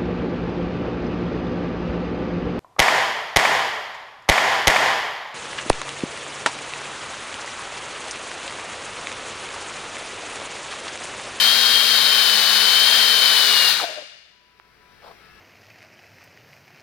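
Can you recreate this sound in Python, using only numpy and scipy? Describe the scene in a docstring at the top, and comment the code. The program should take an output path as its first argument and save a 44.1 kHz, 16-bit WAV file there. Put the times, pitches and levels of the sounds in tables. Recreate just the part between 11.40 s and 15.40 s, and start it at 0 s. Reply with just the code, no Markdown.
"""A workshop, a small turbopump on a steel bench. Compressed gas rushes through it with a loud hiss;
the blades chop the jet into a thin whine, the shaft hums, and exhaust gusts buffet the microphones.
A ball valve closes: the last gas hoots through the narrowing gap and the hiss dies away in the room.
As the automatic gain recovers, faint machine tones come up, with one click and the scuff of a hand
leaving the lever."""
import sys
import numpy as np
from scipy import signal
from scipy.fft import rfft, irfft
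from scipy.io import wavfile
from scipy.ndimage import uniform_filter1d, minimum_filter1d

SR = 44100
rng = np.random.default_rng(int(sys.argv[2]) if len(sys.argv) > 2 else 0)


def master_out(mix):
    """Clip the mix to full scale and print it as 16-bit PCM to the path in sys.argv[1]."""
    frames = np.transpose(np.atleast_2d(mix))
    ceiling = np.clip(frames, -1, 1)
    pcm = np.round(ceiling * 32767).astype(np.int16)
    wavfile.write(sys.argv[1], SR, pcm)


N = 176400
T = np.arange(N) / SR
HZ = np.maximum(np.arange(N // 2 + 1) * SR / N, 1)


def from_db(db):
    """Decibels to gain."""
    return 10 ** (np.asarray(db) / 20)


def unit_rms(x):
    """Scale to rms 1."""
    return x / np.sqrt(np.mean(x ** 2) + 1e-20)


def in_time(rows):
    """Each value column of a time table at every sample."""
    time_s, *columns = np.transpose(rows)
    return [np.interp(T, time_s, column) for column in columns]


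def at_hz(rows, hz):
    """Read a table on a log-frequency axis."""
    freq_hz, values = np.transpose(rows)
    return np.interp(np.log(hz), np.log(freq_hz), values)


def drift(rate_hz):
    """Low-passed random wander, rms 1."""
    return unit_rms(irfft(rfft(rng.standard_normal(N)) / (1 + (HZ / rate_hz) ** 2), N))


def phase_of(hz):
    """Running phase of a moving pitch."""
    return 2 * np.pi * np.cumsum(hz) / SR


def hump(centre_s, sigma_s):
    """Gaussian envelope, height 1."""
    return np.exp(-.5 * ((T - centre_s) / sigma_s) ** 2)


def stereo_noise(spectrum_db, coherence):
    """Coloured noise, partly shared by the two channels, rms 1."""
    mid, side = rfft(rng.standard_normal((2, N)))
    pair = np.sqrt(1 + coherence) * mid + np.sqrt(1 - coherence) * side * [[1], [-1]]
    return unit_rms(irfft(from_db(spectrum_db) * pair, N))


# Jet spectrum through the housing resonances: freq_hz, relative_db
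JET_SPECTRUM = [(30, -41), (60, -35), (130, -31), (330, -26), (500, -16.5), (850, -13.5), (1080, -10),
                (1260, -10.5), (1450, -7), (1800, -6.5), (2030, -11.5), (2280, -7), (2580, -11.5),
                (2900, -6.5), (3150, -5), (3380, -5.5), (3750, -1.1), (4350, -0.5), (4750, -6), (4980, -5),
                (5400, -14), (6300, -15), (7100, -21.5), (7550, -18.5), (8200, -23.0), (9000, -18),
                (10400, -16.5), (11600, -22), (12500, -19.5), (14000, -17.5), (15700, -20)]
# Left-right likeness of the jet: freq_hz, coherence
JET_COHERENCE = [(60, .3), (220, .85), (1200, 1), (2100, 0.6), (3200, .85), (4300, .8), (6000, 0),
                 (15000, .2)]
def jet_hiss(flow_db):
    """The turbulent exhaust jet, coloured by the pump housing, dulls as the flow weakens."""
    treble_hz, flutter_db = 9000, .31
    jet = stereo_noise(at_hz(JET_SPECTRUM, HZ), at_hz(JET_COHERENCE, HZ))
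    body = irfft(rfft(jet) / (1 + (HZ / treble_hz) ** 6), N)
    treble = (jet - body) * from_db(.5 * (flow_db - flow_db.max()))
    return from_db(flow_db + flutter_db * drift(7.8)) * (body + treble)


# Blade tone, following rotor speed: time_s, pitch_hz
WHINE_PITCH = [(0, 3110), (.1, 3187), (.2, 3206), (.46, 3175), (.76, 3126), (.9, 3050), (1.01, 2996),
               (1.16, 3034), (1.39, 3113), (1.52, 3162), (1.62, 3135), (1.8, 3098), (1.96, 3027),
               (2.16, 2889), (2.28, 2827), (2.34, 2690), (2.4, 2264)]
# Blade tone envelope: time_s, level_db
WHINE_ENVELOPE = [(0, -6.5), (.2, -10), (.37, -7), (.5, -9), (.8, -8), (1.0, -13), (1.4, -7.5),
                  (1.78, -8.5), (2.05, -11), (2.28, -10), (2.32, -20), (2.38, -38), (2.45, -80)]
# Shaft hum: shaft_multiple, full_speed_db, speed_exponent
SHAFT_HARMONICS = [(1, -35.5, 3.6), (2, -34.5, .3), (3, -41, .3)]
def rotor(flow_db):
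    """Blades chop the jet into a whine; the shaft hums at its much lower rate and fades with the flow."""
    blades, jitter_hz, flutter_db = 14, 6.7, 1
    pitch_hz, = in_time(WHINE_PITCH)
    whine_db, = in_time(WHINE_ENVELOPE)
    blade_phase = phase_of(pitch_hz + jitter_hz * drift(60))
    whine = from_db(whine_db + flutter_db * drift(25)) * np.sin(blade_phase)
    speed = np.maximum(pitch_hz / pitch_hz.max(), .88)
    hum = 0
    for multiple, level_db, exponent in SHAFT_HARMONICS:
        amplitude = from_db(level_db + .8 * drift(8)) * speed ** exponent
        hum += amplitude * np.sin(multiple * blade_phase / blades)
    hum *= from_db(flow_db - flow_db.max())
    return np.sqrt(2) * (whine + hum)


# Resonance of the closing valve: time_s, pitch_hz, level_db, roughness
VALVE_HOOT = [(2.37, 1500, -39, 0.96), (2.402, 1328, -13, 0.9), (2.418, 756, -21, 1.2),
              (2.443, 682, -12, 0.85), (2.458, 690, -25.5, 0.06), (2.48, 686, -27, 0.42),
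              (2.497, 619.5, -22, .45), (2.53, 633, -30.5, .45), (2.562, 612, -33, .4),
              (2.585, 607, -20, .2), (2.61, 595, -37.5, .3), (2.625, 566, -27, .4), (2.65, 560, -54, .4),
              (2.7, 556, -110, .4)]
def valve_hoot():
    """The last gas sounds a falling, sputtering resonance: a rough honk that clears to a thin tone."""
    width_hz = 260
    pitch_hz, level_db, roughness = in_time(VALVE_HOOT)
    roughness = np.clip(roughness, 0, 1)
    phase = phase_of(pitch_hz)
    breath = drift(width_hz) * np.sin(phase) + drift(width_hz) * np.cos(phase)
    hoot = np.sqrt(2 * (1 - roughness)) * np.sin(phase) + np.sqrt(roughness) * breath
    envelope = from_db(level_db) * (T > VALVE_HOOT[0][0])
    high_pass = signal.butter(2, 330, "high", fs=SR, output="sos")
    return signal.sosfilt(high_pass, envelope * hoot + 1e-18)


# Exhaust puffs: centre_s, level_db
EXHAUST_GUSTS = [(.215, -36.5), (.35, -32), (.64, -36)]
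def exhaust_gusts():
    """Short low puffs of exhaust buffet the microphones."""
    centre_hz = 115
    envelope = sum(from_db(db) * hump(centre_s, sigma_s=.018) for centre_s, db in EXHAUST_GUSTS)
    return envelope * stereo_noise(-12 * np.log2(HZ / centre_hz) ** 2, coherence=.3)


def click():
    """One dry, heavily damped tick close to the right microphone."""
    start_s, pitch_hz, width_hz, top_hz = 3.199, 1100, 1000, 3000
    left_db, right_db = -12, 3
    pulse = signal.unit_impulse(N, int(start_s * SR))
    radius = np.exp(-np.pi * width_hz / SR)
    feedforward = np.array([1, 0, -1]) * (1 - radius ** 2) / 2
    feedback = [1, -2 * radius * np.cos(2 * np.pi * pitch_hz / SR), radius ** 2]
    tick = signal.lfilter(feedforward, feedback, pulse + 1e-18)
    low_pass = signal.butter(2, top_hz, fs=SR, output="sos")
    return from_db([[left_db], [right_db]]) * signal.sosfilt(low_pass, tick)


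# Hand rubs on the lever: centre_s, sigma_s, level_db
LEVER_RUBS = [(3.641, 0.011, -45.5), (3.669, .012, -47), (3.703, 0.025, -47)]
# Rub spectrum: freq_hz, relative_db
RUB_SPECTRUM = [(100, -31), (280, -20), (450, -1), (750, 1), (1300, -5.5), (2200, -22), (3300, -18),
                (4900, -18), (6500, -35), (9000, -35), (15000, -35)]
def lever_scuff():
    """A hand slides off the lever with a small tick and a grainy rub."""
    tick_s, tick_db, tick_hz, grain_db = 3.622, -45, 2190, 2
    tick_noise = stereo_noise(-60 * np.log2(HZ / tick_hz) ** 2, coherence=.8)
    tick = from_db(tick_db) * hump(tick_s, sigma_s=.0015) * tick_noise
    envelope = sum(from_db(db) * hump(centre_s, sigma_s) for centre_s, sigma_s, db in LEVER_RUBS)
    grain = from_db(grain_db * drift(150))
    return tick + envelope * grain * stereo_noise(at_hz(RUB_SPECTRUM, HZ), coherence=.787)


# Workshop reverberation: freq_hz, t60_s, level_db
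REVERB_BANDS = [(200, .9, -4.5), (550, .9, -6.5), (1200, .9, -9), (2400, 1.18, -3), (4200, 1.1, -15.5),
                (5500, 1.05, -6), (8000, 0.87, -8.5), (11000, .55, -11.5), (15000, .42, -13)]
def workshop_reverb(sound):
    """Diffuse reverberation whose treble dies first."""
    delay_s = .0098
    t, hz = T[:SR], np.arange(SR // 2 + 1)
    white = rfft(rng.standard_normal((2, SR)))
    edges_hz = np.geomspace(40, 18000, 28)
    bands = np.array(REVERB_BANDS)
    tail = 0
    for low_hz, high_hz in zip(edges_hz, edges_hz[1:]):
        centre_hz = np.sqrt(low_hz * high_hz)
        t60_s = at_hz(bands[:, [0, 1]], centre_hz)
        level_db = at_hz(bands[:, [0, 2]], centre_hz)
        decay = from_db(-60 * t / t60_s) * (t > delay_s)
        noise = irfft(white * ((hz >= low_hz) & (hz < high_hz)), SR)
        tail += from_db(level_db) * noise * decay / np.sqrt(np.sum(decay ** 2))
    running = np.pad(sound, ((0, 0), (SR, 0)), mode="reflect")  # room already ringing at the start
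    return signal.fftconvolve(running, tail, axes=1)[:, SR:SR + N]


# Faint machinery: start_s, end_s, pitch_hz, level_db
MACHINE_TONES = [(2.9, 3.34, 987, -57), (3.38, 3.58, 987, -58), (2.7, 3.85, 1319, -66),
                 (3.8, 4.1, 1319, -59), (3.8, 4.1, 1217, -65), (3.75, 4.1, 1464, -66),
                 (3.8, 4.1, 1701, -60), (3.8, 4.1, 1970, -69), (3.7, 4.1, 2180, -68), (3.8, 4.1, 2654, -62)]
def machine_tones():
    """Thin, wavering machine tones come and go over a steady low hum."""
    hum_hz, hum_db, fade_s, waver_db = 57, -66, .038, 1.3
    tones = from_db(hum_db) * np.sin(2 * np.pi * hum_hz * T)
    for start_s, end_s, pitch_hz, level_db in MACHINE_TONES:
        gate = np.clip(np.minimum(T - start_s, end_s - T) / fade_s, 0, 1)
        tones += gate * from_db(level_db + waver_db * drift(8)) * np.sin(2 * np.pi * pitch_hz * T)
    return np.sqrt(2) * tones


# Workshop air: freq_hz, relative_db
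AIR_SPECTRUM = [(30, -4.5), (60, -4), (140, -1), (200, 0), (320, -10.5), (420, -1.5), (550, -8), (900, -8),
                (1500, -3.5), (2500, -4.5), (2900, -11.5), (4800, -13.5), (5700, -17.5), (6800, -29.5),
                (11000, -26.5), (15800, -27.5)]
def workshop_air():
    """Steady air noise, rippled by narrow room resonances."""
    level_db, ripple_db, ripple_width_hz = -51.5, 3.5, 14
    ripple = np.interp(HZ / ripple_width_hz, np.arange(SR), rng.standard_normal(SR)) * (HZ > 300)
    return from_db(level_db) * stereo_noise(at_hz(AIR_SPECTRUM, HZ) + ripple_db * ripple, coherence=.48)


# Microphone balance: freq_hz, left_minus_right_db
LEFT_EXCESS = [(60, -1.5), (80, 6.5), (110, 10), (140, 5.5), (190, 5), (260, 13.5), (340, 4), (460, 4.5),
               (610, 9.5), (820, 0.5), (1100, 5), (1470, 10.5), (1960, 2.5), (2620, 6.0), (3510, 8.5),
               (4690, 17.5), (6270, 15.0), (8390, 21.5), (11200, 15), (15000, 4)]
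# Microphone phase: freq_hz, left_lead_rad
LEFT_LEAD = [(60, 0), (300, 0.33), (1300, 0.95), (1900, 0), (2300, 1.03), (4200, 0.46), (5200, -1.2),
             (8000, -4), (15000, -5)]
def microphones(sound):
    """The left microphone hears more, above all in the treble, and out of phase with the right."""
    hz = np.maximum(np.arange(N + 1) * SR / (2 * N), 1)
    left = from_db(at_hz(LEFT_EXCESS, hz))
    right = np.exp(-1j * at_hz(LEFT_LEAD, hz))
    response = 2 * np.array([left, right]) / (1 + left)
    return irfft(rfft(sound, 2 * N) * response)[:, :N]


# Gas flow through the valve, as hiss level: time_s, level_db
GAS_FLOW = [(0, -4.5), (2.29, -5), (2.34, -8), (2.4, -12.5), (2.445, -17), (2.465, -28), (2.58, -31.5),
            (2.63, -60), (2.7, -100)]
def scene():
    """Pump and valve in the room, with the small sounds around them."""
    rotor_send_db, hoot_send_db = -5, -9.5
    flow_db, = in_time(GAS_FLOW)
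    jet, spin, hoot = jet_hiss(flow_db), rotor(flow_db), valve_hoot()
    room = workshop_reverb(jet + from_db(rotor_send_db) * spin + from_db(hoot_send_db) * hoot)
    small_sounds = exhaust_gusts() + machine_tones() + workshop_air() + lever_scuff()
    return microphones(jet + spin + hoot + room + small_sounds) + click()


def record(dry):
    """Automatic gain holds the hiss down, waits, then recovers; peaks clip and the top is cut."""
    target_db, hold_s, release_db_per_s, cutoff_hz = -13.5, .75, 16, 15900
    level_db = 10 * np.log10(uniform_filter1d(np.mean(dry ** 2, axis=0), size=8000) + 1e-12)
    excess_db = np.maximum(level_db - target_db, 0)
    half_hold = int(hold_s * SR / 2)
    held_db = -minimum_filter1d(-excess_db, 2 * half_hold + 1, origin=half_hold, mode="nearest")
    release_db = release_db_per_s * T
    cut_db = np.maximum.accumulate(held_db + release_db) - release_db
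    low_pass = signal.ellip(12, .1, 80, cutoff_hz, fs=SR, output="sos")
    return signal.sosfilt(low_pass, np.clip(dry * from_db(-cut_db), -1, 1))


dry = scene()
out = record(dry)
master_out(out)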